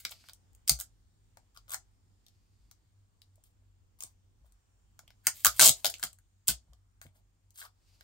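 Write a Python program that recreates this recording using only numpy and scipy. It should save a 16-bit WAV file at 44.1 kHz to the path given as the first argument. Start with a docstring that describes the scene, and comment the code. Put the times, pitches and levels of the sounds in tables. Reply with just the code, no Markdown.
"""First a crackle and a cluster of finger ticks close by, then adhesive tape tears on the cutter of a ceramic
desk dispenser. It is stuck to a card, peeled off the roll in stick-slip jerks and torn again.
Snaps and crackle excite resonances of film, roll and hands; decaying modes make the taps, rings and table thuds.
The place is a small quiet room with a low hum, heard by a two-microphone phone above the table."""
import sys
import numpy as np
from scipy import signal
from scipy.fft import rfft, irfft, next_fast_len
from scipy.io import wavfile
from scipy.ndimage import uniform_filter1d, map_coordinates

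SR = 44100
rng = np.random.default_rng(int(sys.argv[2]) if len(sys.argv) > 2 else 0)


def store_wav(level_fs):
    """Save 16-bit WAV to argv[1]."""
    pcm = np.round(np.clip(np.atleast_2d(level_fs), -1, 1) * 32767)
    wavfile.write(sys.argv[1], SR, pcm.T.astype(np.int16))


N = 354123  # length [samples]


def amp(db):
    """Decibels to gain."""
    return 10 ** (np.asarray(db) / 20)


def unit(x):
    """Scaled to rms 1."""
    return x / np.sqrt(np.mean(x ** 2) + 1e-20)


def along(points, hz):
    """Interpolates (frequency [Hz], value) points on a log frequency axis."""
    f, v = np.transpose(points)
    return np.interp(np.log(hz + 1), np.log(f + 1), v)


def wobble(rate):
    """A smooth random curve with rate knots a second."""
    return map_coordinates(rng.standard_normal(int(N * rate / SR) + 4), [np.arange(N) * rate / SR])


def filtered(x, response):
    """x times a complex response of frequency."""
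    m = next_fast_len(N + SR // 2)
    return irfft(rfft(x, m) * response(np.fft.rfftfreq(m, 1 / SR)), m)[..., :N]


def resonant(drives, peaks):
    """One drive for each resonance (or one for all), summed with alternating sign."""
    m = next_fast_len(N + SR // 2)
    f, spectra = np.fft.rfftfreq(m, 1 / SR), rfft(drives, m)
    out = 0
    for k, (center, width, db) in enumerate(peaks):
        band = 1j * f * width / (center * center - f * f + 1j * f * width)
        out = out + (-1) ** k * amp(db) * band * spectra[k % len(spectra)]
    return irfft(out, m)[..., :N]


def shares(peaks, hz, octaves, least):
    """The spot that is excited favours the resonances nearest to hz."""
    return np.array([least + np.exp(-(np.log2(center / hz) / octaves) ** 2) for center, _, _ in peaks])


SWELL_DB = 23.5  # a burst rises by this much and falls by it again
EDGE_S = .004  # fade from and to near silence


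def burst(start, rise, hold, fall, db):
    """Gain per sample: a swell, a hold and a fall, nearly silent outside."""
    s = start + np.cumsum([-EDGE_S, EDGE_S, abs(rise), abs(hold), abs(fall), EDGE_S])
    levels = [-120, db - SWELL_DB, db, db, db - SWELL_DB, -120]
    return amp(np.interp(np.arange(N) / SR, s, levels))


# Dispenser, roll and cupped hands at the microphone: (frequency [Hz], width [Hz], relative level [dB])
BODY_PEAKS = [(714, 130, 2.5), (1056, 250, -0.5), (1300, 330, 4.5), (1550, 390, 4), (2300, 280, -1.5)]
# Taut tape: (frequency [Hz], width [Hz], relative level [dB])
FILM_PEAKS = [(3210, 800, -4), (4100, 700, -2), (4870, 890, -2.5), (6740, 1750, -2), (8720, 2200, -2.5)]
# Above the microphone's notch: (frequency [Hz], width [Hz], relative level [dB])
TREBLE_PEAKS = [(11240, 2200, -2), (13660, 2700, -1), (15800, 1800, -2)]


def voiced(film, body, treble):
    """Three drives ring the tape, the body and the top octave."""
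    # the small body radiates no bass
    steep = filtered(resonant(body, BODY_PEAKS), lambda f: (1j * f / (1j * f + 380)) ** 2)
    return resonant(film, FILM_PEAKS) + amp(10.0) * steep + amp(5.5) * resonant(treble[None], TREBLE_PEAKS)


def snaps(rows, ms, fizz, gain_db, focus):
    """Each snap is one sharp pull of air and a few ms of fizz; the heavy body feels mostly the pull."""
    film = np.zeros((len(FILM_PEAKS), 2, N + 1024))
    body = np.zeros((len(BODY_PEAKS), 2, N + 1024))
    treble = np.zeros((2, N + 1024))
    t = np.arange(1024) / SR
    fade = amp(-60 * t / (max(ms, 1) / 1000))
    pull = -1. * (t == 0)
    for s, db, film_hz, body_db, body_hz, treble_db in rows:
        z = rng.standard_normal((3, len(t)))
        hiss = (0.94 * z[0] + z[1:]) * fade  # partly shared by the two microphones
        hiss = fizz * hiss * np.linalg.norm(fade) / np.linalg.norm(hiss, axis=1, keepdims=True)
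        at = slice(round(s * SR), round(s * SR) + len(t))
        film_share = shares(FILM_PEAKS, film_hz, focus, 0.43)[:, None, None]
        body_share = shares(BODY_PEAKS, body_hz, 0.11, 0.31)[:, None, None]
        film[..., at] += amp(db + gain_db) * film_share * (pull + hiss)
        body[..., at] += amp(db + gain_db + body_db) * body_share * (pull + 0.59 * hiss)
        treble[..., at] += amp(db + gain_db + treble_db) * (pull + hiss)
    return film[..., :N], body[..., :N], treble[..., :N]


TAUT_HZ, TREBLE_DB_PER_OCTAVE = 7100, 7  # tighter film snaps higher and with more top octave


def tautened(rows, top_db):
    """Adds the treble level [dB] that follows from each row's film pitch."""
    return [(*row, top_db + TREBLE_DB_PER_OCTAVE * np.log2(row[2] / TAUT_HZ)) for row in rows]


def knocks(rows, modes, attack):
    """Soft blows ring a set of modes, at slightly new strengths and pitches each time."""
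    out = np.zeros(N + SR)
    t = np.arange(round(SR * max(t60 for *_, t60 in modes))) / SR
    onset = (1 - np.exp(-t / attack)) ** 2
    for s, db in rows:
        luck_db = rng.normal(0, 1.1, len(modes))
        bend = 1 + rng.normal(0, .03, len(modes))
        ring = 0
        for k, (hz, level, t60) in enumerate(modes):
            ring = ring + amp(level + luck_db[k] - 60 * t / t60) * np.sin(2 * np.pi * hz * bend[k] * t)
        out[round(s * SR):][:len(t)] += amp(db) * ring * onset
    return out[:N]


# Room tone spectrum at the phone: (frequency [Hz], relative level per Hz [dB])
FLOOR_SPECTRUM = [(15, -38), (25, -13.5), (100, -11.5), (127, -21.5), (242, -26), (590, -37), (800, -33.5),
                  (1400, -37.5), (2600, -40.5), (6500, -39.5), (7300, -33.5), (8000, -43), (8700, -35.5),
                  (9400, -45.5), (16000, -46.5)]
# Its slow swell: (time [s], relative level [dB])
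FLOOR_SWELL = [(0, -69), (4, -73), (5.2, -70), (7.6, -75), (8.03, -68.5)]
# Left-right likeness of the room tone: (frequency [Hz], correlation [-1 to 1])
LIKENESS = [(60, 0.46), (240, 0.42), (950, -0.12), (3770, 0.03), (15000, 0.15)]
# Hum lines: (center frequency [Hz], relative level [dB])
HUM_LINES = [(48.4, -71), (96.9, -70)]
HUM_WAVER_DB, HUM_WAVER_HZ = 4, 3.5  # scale of the random waver


def room_tone():
    """Low rumble, two wavering hum lines and a faint hiss."""
    z = signal.stft(rng.standard_normal((2, N)), nperseg=512)[2]
    unevenness = uniform_filter1d(rng.standard_normal(z.shape[1:]), size=8, axis=0)
    unevenness = uniform_filter1d(unevenness, size=40, axis=1)
    noise = signal.istft(z * amp(1.4 * unit(unevenness)), nperseg=512)[1][:, :N]

    def mid_side(hz):
        turn = np.arccos(np.clip(along(LIKENESS, hz), -1, 1)) / 2
        return amp(along(FLOOR_SPECTRUM, hz)) * [np.cos(turn), np.sin(turn)]

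    mid, side = filtered(noise, mid_side)
    hum = 0
    for hz, db in HUM_LINES:
        level = amp(db - 4.5 + HUM_WAVER_DB * wobble(11))
        phase = 2 * np.pi * np.cumsum(hz + HUM_WAVER_HZ * wobble(6.0)) / SR
        hum = hum + level * np.sin(phase)
    swell_db = np.interp(np.arange(N) / SR, *np.transpose(FLOOR_SWELL))
    return unit(np.array([mid + side, mid - side])) * amp(swell_db - 3.0) + hum


# Bursts of dense crackle from glue and film, close by:
# (start time [s], rise [s], hold [s], fall [s], relative level [dB], body level [dB], body frequency [Hz])
CRACKLE_BURSTS = [(0, 0.00042, 0.0028, 0.033, -46.5, -12.5, 1811),
                  (0.023, 0.007, 0.031, 0.011, -65, -5, 2179), (0.099, 0.01, 0.0087, 0.019, -47, -15, 2176),
                  (0.671, 0.0033, 0.026, 0.042, -44.5, -16.5, 1408),
                  (0.741, 0.0022, 0.042, .01, -63, -11.5, 1199),
                  (0.784, 0.025, 0.0018, 0.0047, -47, -12.5, 1300),
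                  (1.544, 0.002, .022, .004, -67.5, -8, 1258),
                  (1.683, 0.042, 0.013, 0.012, -39.5, -9, 1252),
                  (3.44, .002, 0.032, 0.044, -71.5, -20.5, 1197),
                  (4.439, .01, 0.022, .03, -73.5, -12, 1198),
                  (3.987, 0.0018, 0.072, 0.073, -63.5, -3, 940.4),
                  (5.233, 0.019, 0.0095, 0.008, -55, -8, 1496),
                  (5.339, 0.0023, 0.33, 0.0052, -52, -17.5, 2179),
                  (5.503, 0.089, .002, 0.0022, -46, -15.5, 1086), (5.599, .002, .09, .004, -23.5, -13, 720),
                  (5.72, .02, .06, 0.15, -57, -9.5, 905.6), (5.892, 0.14, .002, 0.088, -54.5, -14, 1391),
                  (6.471, 0.018, 0.00426, 0.027, -21.5, -29, 1470), (7.02, .002, .002, .057, -55, -8, 1600),
                  (7.127, 0.025, 0.045, 0.0038, -73.5, 2, 803.5),
                  (7.541, 0.035, 0.036, 0.0084, -48, -20.5, 1477),
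                  (7.589, 0.023, 0.05, 0.0056, -55, -1.5, 1244)]


def crackle():
    """Thousands of tiny glue threads break at random, some louder than the rest."""
    level, felt = np.zeros(N), np.zeros((len(BODY_PEAKS), N))
    for *shape, body_db, body_hz in CRACKLE_BURSTS:
        gain = burst(*shape)
        level += gain
        felt += amp(body_db) * shares(BODY_PEAKS, body_hz, 0.21, 0.17)[:, None] * gain
    loudness = amp(4.5 * rng.exponential(size=N).clip(0, 2.5))
    breaks = (rng.random(N) < 1800 / SR) * loudness  # about 1800 a second
    decay = amp(-60 * np.arange(88) / 60)  # 60 dB in 60 samples
    grains = unit(np.convolve(breaks, decay)[:N] + 0.16) * amp(1.9 * wobble(120))
    z = rng.standard_normal((3, N))
    drive = grains * (z[0] + 0.096 * z[1:])
    return (drive * level)[None], felt[:, None] * drive, drive * level


# Tape and card under the fingers, close by:
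# (time [s], relative level [dB], film frequency [Hz], body level [dB], body frequency [Hz])
FINGER_TICKS = [(0.0506, -23, 4020, -2.5, 2480), (0.0535, -32.5, 4150, -7, 2460),
                (0.0645, -57, 2600, -2, 2460), (0.0755, -62, 2600, -5, 2460), (0.094, -43, 4330, -6, 1810),
                (0.1195, -40, 4050, -1, 2530), (0.124, -45, 4300, -5, 2300),
                (0.2393, -59.5, 3100, 10, 2120), (0.2866, -42.5, 4000, -2.5, 1164),
                (0.2955, -43, 4370, -5, 790), (0.3339, -43.5, 6750, -44, 740),
                (0.532, -66.5, 8900, -33, 850), (0.5497, -54.5, 9300, -25, 850),
                (1.3714, -49.5, 5500, 5, 660), (1.5635, -57, 4600, 3.5, 1284),
                (1.5734, -41, 4500, -11, 1257), (1.681, -57, 4700, 2, 1260),
                (1.6952, -41.5, 7630, -12, 1300), (1.7056, -38.5, 8830, -5, 1263),
                (1.7183, -36.5, 7950, -6, 1300), (1.736, -31.5, 8500, -6.5, 1630),
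                (1.744, -28, 7100, -2.5, 1450), (2.265, -50.5, 4600, -21, 700),
                (2.2834, -52, 4450, -25, 675), (2.7128, -46.5, 5900, -7.5, 870),
                (3.2179, -46.5, 3600, -15, 2360), (3.357, -62, 9350, -23, 1190),
                (3.4385, -55, 8200, -14.5, 1109), (4.0061, -34.5, 6130, -11.5, 2300),
                (4.0239, -36, 7400, -17.5, 1300), (4.036, -32, 7200, -13, 700),
                (4.522, -59.5, 7940, -17, 1199), (4.9912, -43, 6320, 0, 1942),
                (5.078, -49, 3425, -10, 2240), (5.1046, -52.5, 3900, 2, 660), (5.984, -50, 7500, -25, 1500),
                (5.9965, -43.5, 7000, -13, 1490), (6.0695, -42, 4200, -26, 1513),
                (6.1306, -49, 8830, -26, 1264), (6.1868, -56.5, 8930, -12.5, 1540),
                (6.7333, -55.5, 4440, -5.5, 1392), (7.015, -43.5, 5600, 3.5, 2074),
                (7.0653, -57.5, 3300, 7, 2119), (7.156, -71, 3290, 4, 2220),
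                (7.506, -56, 8590, -38.5, 1195), (7.5577, -53, 5400, -21, 1550),
                (7.5876, -48, 7000, -8, 1550), (7.6157, -42, 3212, -2, 1630), (7.625, -46, 4506, -3, 1515),
                (7.652, -48, 4750, 2.5, 1045), (8.009, -47, 3800, -1.5, 1417)]


def ticks():
    """Fingers tick on tape and card: light snaps with a fizz that dies in 9 ms."""
    return snaps(tautened(FINGER_TICKS, top_db=-5.5), ms=9.0, fizz=0.61, gain_db=12.5, focus=0.56)


# Jolts of the table below the phone: (time [s], slow sway level [dB], knock level [dB])
JOLTS = [(0.706, -25.5, -31), (4.409, -43.5, -64.5), (5.455, -34, -42), (5.611, -48, -36),
         (5.69, -46, -31.5), (5.87, -54, -57), (6.06, -47, -56.5), (6.485, -44, -31.5), (6.503, -32, -35),
         (6.688, -42.5, -58), (7.051, -66.5, -47)]
# Low knocks under some ticks, slips and rips: (time [s], level [dB])
LOW_KNOCKS = [(0.051, -52.5), (4.036, -54), (6.037, -47), (6.486, -40), (7.053, -55)]
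# Table top: (frequency [Hz], level [dB], t60 [s])
TOP_MODES = [(85.6, -6.5, .09), (136.5, -1, 0.11), (237, -4.5, 0.078), (321, -4.5, 0.051),
             (453, -5.5, .035)]
# The whole table on its legs: (frequency [Hz], level [dB], t60 [s])
SWAY_MODES = [(59.5, -2, 0.19)]
SLIP_KNOCK_DB = -31  # slip knocks on the table top, relative to the slip's row level
SOFT_HZ, SHARP_HZ = 160, 247  # a padded jolt rings the top below this; a low knock or slip above this


def table(slip_rows):
    """Jolts knock the top dully and sway the legs more slowly; low knocks and glue slips ring it sharply."""
    s, sway_db, knock_db = np.transpose(JOLTS)
    sharp_rows = LOW_KNOCKS + [(row[0], row[1] + SLIP_KNOCK_DB) for row in slip_rows]
    jolts = np.array([knocks(zip(s, knock_db), TOP_MODES, attack=0.0022) for _ in range(2)])
    quick = np.array([knocks(sharp_rows, TOP_MODES, attack=0.00066) for _ in range(2)])
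    dull = filtered(jolts, lambda f: 1 / (1 + 1j * f / SOFT_HZ) ** 2)
    sharp = filtered(quick, lambda f: (1j * f / (1j * f + SHARP_HZ)) ** 2)
    sway = knocks(zip(s, sway_db), SWAY_MODES, attack=0.026)
    return dull + sharp + sway * amp([[1.5], [-1.5]])  # the sway is stronger on the left


# Fingers slide on smooth film: (start time [s], rise [s], hold [s], fall [s], level [dB])
FINGER_SLIDES = [(0.06, 0.06, 0.18, 0.06, -67), (2.15, 0.11, 0.46, 0.2, -86.5),
                 (7.723, 0.14, .2, .01, -75.5)]
# Sliding hiss: (frequency [Hz], width [Hz], relative level [dB])
SKIN_PEAKS = [(2580, 1100, -8.5), (4700, 900, 1), (8150, 10000, -10), (12600, 840, -5.5)]


def slides():
    """Skin hisses softly along the film: broad resonances of noise, gently wavering."""
    z = rng.standard_normal((3, N))
    hiss = unit(resonant((z[0] + 0.83 * z[1:])[None], SKIN_PEAKS))
    return hiss * sum(burst(*row) for row in FINGER_SLIDES) * amp(1.8 * wobble(43))


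# Fingertips on the dispenser and card: (time [s], level [dB])
FINGERTIP_TAPS = [(0.109, -36.5), (3.378, -48.5), (3.621, -56), (4.443, -48), (5.033, -48), (5.078, -50),
                  (5.106, -54), (6.68, -52), (6.725, -49), (7.054, -41), (7.156, -51.5)]
# The hollow that taps ring: (frequency [Hz], level [dB], t60 [s])
HOLLOW_MODES = [(660, -0.5, 0.0097), (970, -17.5, 0.021)]


def taps():
    """Soft fingertips ring a short-lived hollow."""
    return knocks(FINGERTIP_TAPS, HOLLOW_MODES, attack=0.0026)


# The tape rips on the cutter's teeth, close by:
# (time [s], relative level [dB], film frequency [Hz], body level [dB], body frequency [Hz])
TOOTH_RIPS = [(0.6781, -21, 5600, -39, 1490), (0.6833, -22.5, 5600, -46, 1500),
              (0.6948, -6.5, 5900, -18, 651), (0.7168, -26, 7600, -34, 1500),
              (0.7266, -40.5, 5360, -7, 674), (0.7896, -37, 7250, -6.5, 776),
              (0.7955, -37, 6700, -23, 1370), (0.8005, -28, 6400, -30, 1340),
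              (0.8105, -29, 6800, -8.5, 1164), (6.4757, -30, 8315, -23.5, 1424),
              (6.4818, -13, 7670, -37, 1435), (6.4863, -13, 4604, -14, 671), (6.491, -27, 4600, -13, 1370)]


def tears():
    """The film gives way on the teeth in a run of fizzing snaps."""
    return snaps(tautened(TOOTH_RIPS, top_db=-2.3), ms=5.9, fizz=0.81, gain_db=9.5, focus=0.47)


# Hard tugs on the dispenser: (time [s], level [dB])
SHELL_TUGS = [(5.27, -26.5), (5.456, -34.5), (5.597, -26), (5.846, -31), (6.489, -29)]
# The dispenser's ceramic shell: (frequency [Hz], level [dB], t60 [s])
SHELL_MODES = [(670, -8, .025), (1110, -13, .03), (1480, -1, .034)]


def shell_rings():
    """Hard tugs ring the modes of the ceramic shell."""
    return knocks(SHELL_TUGS, SHELL_MODES, attack=0.0033)


# Runs of slips of the glue line in the pull; a long jerk is several runs in succession:
# (first slip time [s], last slip time [s], slips [count], relative level [dB], film frequency [Hz],
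#  body level [dB], body frequency [Hz], treble level [dB])
SLIP_RUNS = [(5.2694, 5.2695, 1, -11, 7800, -13, 1490, 1), (5.4479, 5.4664, 3, -9, 7200, -11, 1452, 1.5),
             (5.5954, 5.6014, 2, -7, 7100, -9.5, 1504, -6), (5.611, 5.6237, 3, -6, 6800, -12.5, 1424, -6),
             (5.6295, 5.6334, 2, -9.5, 7000, -14, 1300, -6.5),
             (5.6395, 5.6532, 4, -9, 7300, -15.5, 1100, -5.5), (5.6587, 5.6681, 3, -7, 7365, -18, 908, -6),
             (5.6765, 5.693, 3, -8, 6900, -19, 897.5, -3.5), (5.8456, 5.8651, 3, -15.5, 4570, -8, 717, -2),
             (5.8996, 5.8996, 1, -33, 7300, -15, 1670, 7), (5.9402, 5.9401, 1, -28, 3620, -24, 2260, -11.5),
             (6.0286, 6.0288, 1, -21, 3060, -10.5, 1685, -7),
             (6.037, 6.0368, 1, -20, 9000, -3.5, 1420, 1.5)]
BUNCHING, UNEVEN = 0.11, 0.055  # slips crowd toward mid-run; scatter [share of a gap]
FIRST_BODY_DB = 3  # the first slip of a run jolts the roll most
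SLIP_SCATTER_DB, SPOT_OCTAVES = .8, .07  # slip-to-slip chance
BODY_SAG_DB, BODY_SINK_OCTAVES = 59, 6.3  # per second of a run, the roll's answer weakens and deepens


def slips():
    """Rows of single slips: each run spreads its slips between its first and its last."""
    rows = []
    for first, last, count, db, film_hz, body_db, body_hz, treble_db in SLIP_RUNS:
        luck, count = rng.standard_normal((24, 5)), round(count)
        length = last - first
        for k in range(count):
            shift = UNEVEN * luck[k, 0] if 0 < k < count - 1 else 0
            u = (k + shift) / max(count - 1, 1)  # progress through the run
            inner = luck[k] * (k > 0)  # the first slip has no scatter
            bunched = u + BUNCHING * np.sin(2 * np.pi * u) / (2 * np.pi)
            body_level = body_db + FIRST_BODY_DB * (k == 0) - BODY_SAG_DB * length * u
            rows.append((first + length * bunched,
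                         db + SLIP_SCATTER_DB * inner[1],
                         film_hz * 2 ** (SPOT_OCTAVES * inner[2]),
                         body_level + 2 * SLIP_SCATTER_DB * inner[3],
                         body_hz * 2 ** (SPOT_OCTAVES * inner[4] - BODY_SINK_OCTAVES * length * u),
                         treble_db + 2 * SLIP_SCATTER_DB * inner[0]))
    return rows


def peel(slip_rows):
    """Stick-slip: the glue line holds, then lets go in snaps."""
    return snaps(slip_rows, ms=7, fizz=.43, gain_db=12.0, focus=1.0)


# Places of the hands: (left-right level [dB], time by which the right microphone lags [ms])
DISPENSER, CARD, DRAWN = (0.8, 0.0017), (2.9, 0.21), (2.3, 0.035)
# The hands start at the dispenser and move: (time [s], new place)
MOVES = [(1.1, CARD), (4.798, DISPENSER), (5.76, DRAWN), (6.3, DISPENSER), (6.9, CARD)]
MOVE_S = .2  # duration of a move


def placed(x):
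    """Level and arrival time at each microphone follow the hands; long waves reach both alike."""
    mid, side = x.mean(0), filtered((x[0] - x[1]) / 2, lambda f: 1j * f / (1j * f + 1500))
    s = [s + half for s, _ in MOVES for half in (-MOVE_S / 2, MOVE_S / 2)]
    pan_db, lag_ms = np.repeat([DISPENSER] + [to for _, to in MOVES], 2, axis=0)[1:-1].T
    i = np.arange(N)
    pan = np.interp(i / SR, s, pan_db) / 2  # half to each side
    lag = np.interp(i / SR, s, lag_ms) * SR / 2000  # half to each side, in samples
    left = amp(pan) * map_coordinates(mid + side, [i + lag])
    right = amp(-pan) * map_coordinates(mid - side, [i - lag])
    return np.array([left, right])


# Decay of the small room: (frequency [Hz], t60 [s])
ROOM_DECAY = [(400, 0.25), (1000, 0.12), (2200, 0.13), (6000, .16), (15000, 0.086)]
# Table top, hands and shelf: (delay [ms], level [dB])
NEAR_ECHOES = [(1.9, -7), (3.4, -14.5), (12.5, -22)]


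def room(x):
    """Near surfaces answer first, then a tail that dies band by band, drawn anew every eighth of a second."""
    out, step = np.zeros((2, N + 2 * SR)), SR // 8
    for start in range(0, N, step):
        hz, t, z = signal.stft(rng.standard_normal((2, SR // 4)), SR, nperseg=128)
        apart = np.clip(hz / 3500, .15, 1)[:, None]  # short waves differ between the microphones
        z = np.array([z[0] + apart * z[1], z[0] - apart * z[1]]) / np.sqrt(1 + apart ** 2)
        tail = signal.istft(z * amp(-60 * t / along(ROOM_DECAY, hz)[:, None]), SR, nperseg=128)[1]
        tail = amp(-4.0) * tail / np.linalg.norm(tail[0])
        tail = np.pad(tail, ((0, 0), (150, 0)))  # the tail starts 150 samples late
        for ms, db in NEAR_ECHOES:
            tail[[0, 1], round(ms * SR / 1000) + rng.integers(-3, 4, 2)] += amp(db)
        wet = signal.fftconvolve(x[:, start:start + step], tail, axes=1)
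        out[:, start:start + wet.shape[1]] += wet
    return out[:, :N]


def scene():
    """Tape, fingers and table in the room."""
    slip_rows = slips()
    drives = [sum(parts) for parts in zip(peel(slip_rows), tears(), crackle())]
    light = placed(voiced(*ticks()))
    near = placed(voiced(*drives) + taps() + shell_rings())
    echoes = room(near + amp(-2.5) * light)  # hands shield the ticks from the room
    return near + light + echoes + slides() + table(slip_rows) + room_tone()


# Microphone colour: (frequency [Hz], level [dB])
MIC_COLOUR = [(400, 5), (9000, 1), (9900, -4.5), (10800, -4.5), (15700, -0.5), (16000, -12.5)]
TOP_HZ = 16500  # band limit


def record(dry):
    """The microphone has a notch in the treble; the phone keeps nothing above its band limit."""
    return filtered(dry, lambda hz: amp(along(MIC_COLOUR, hz)) * np.clip((TOP_HZ - hz) / 150, 0, 1))


dry = scene()
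out = record(dry)
store_wav(out)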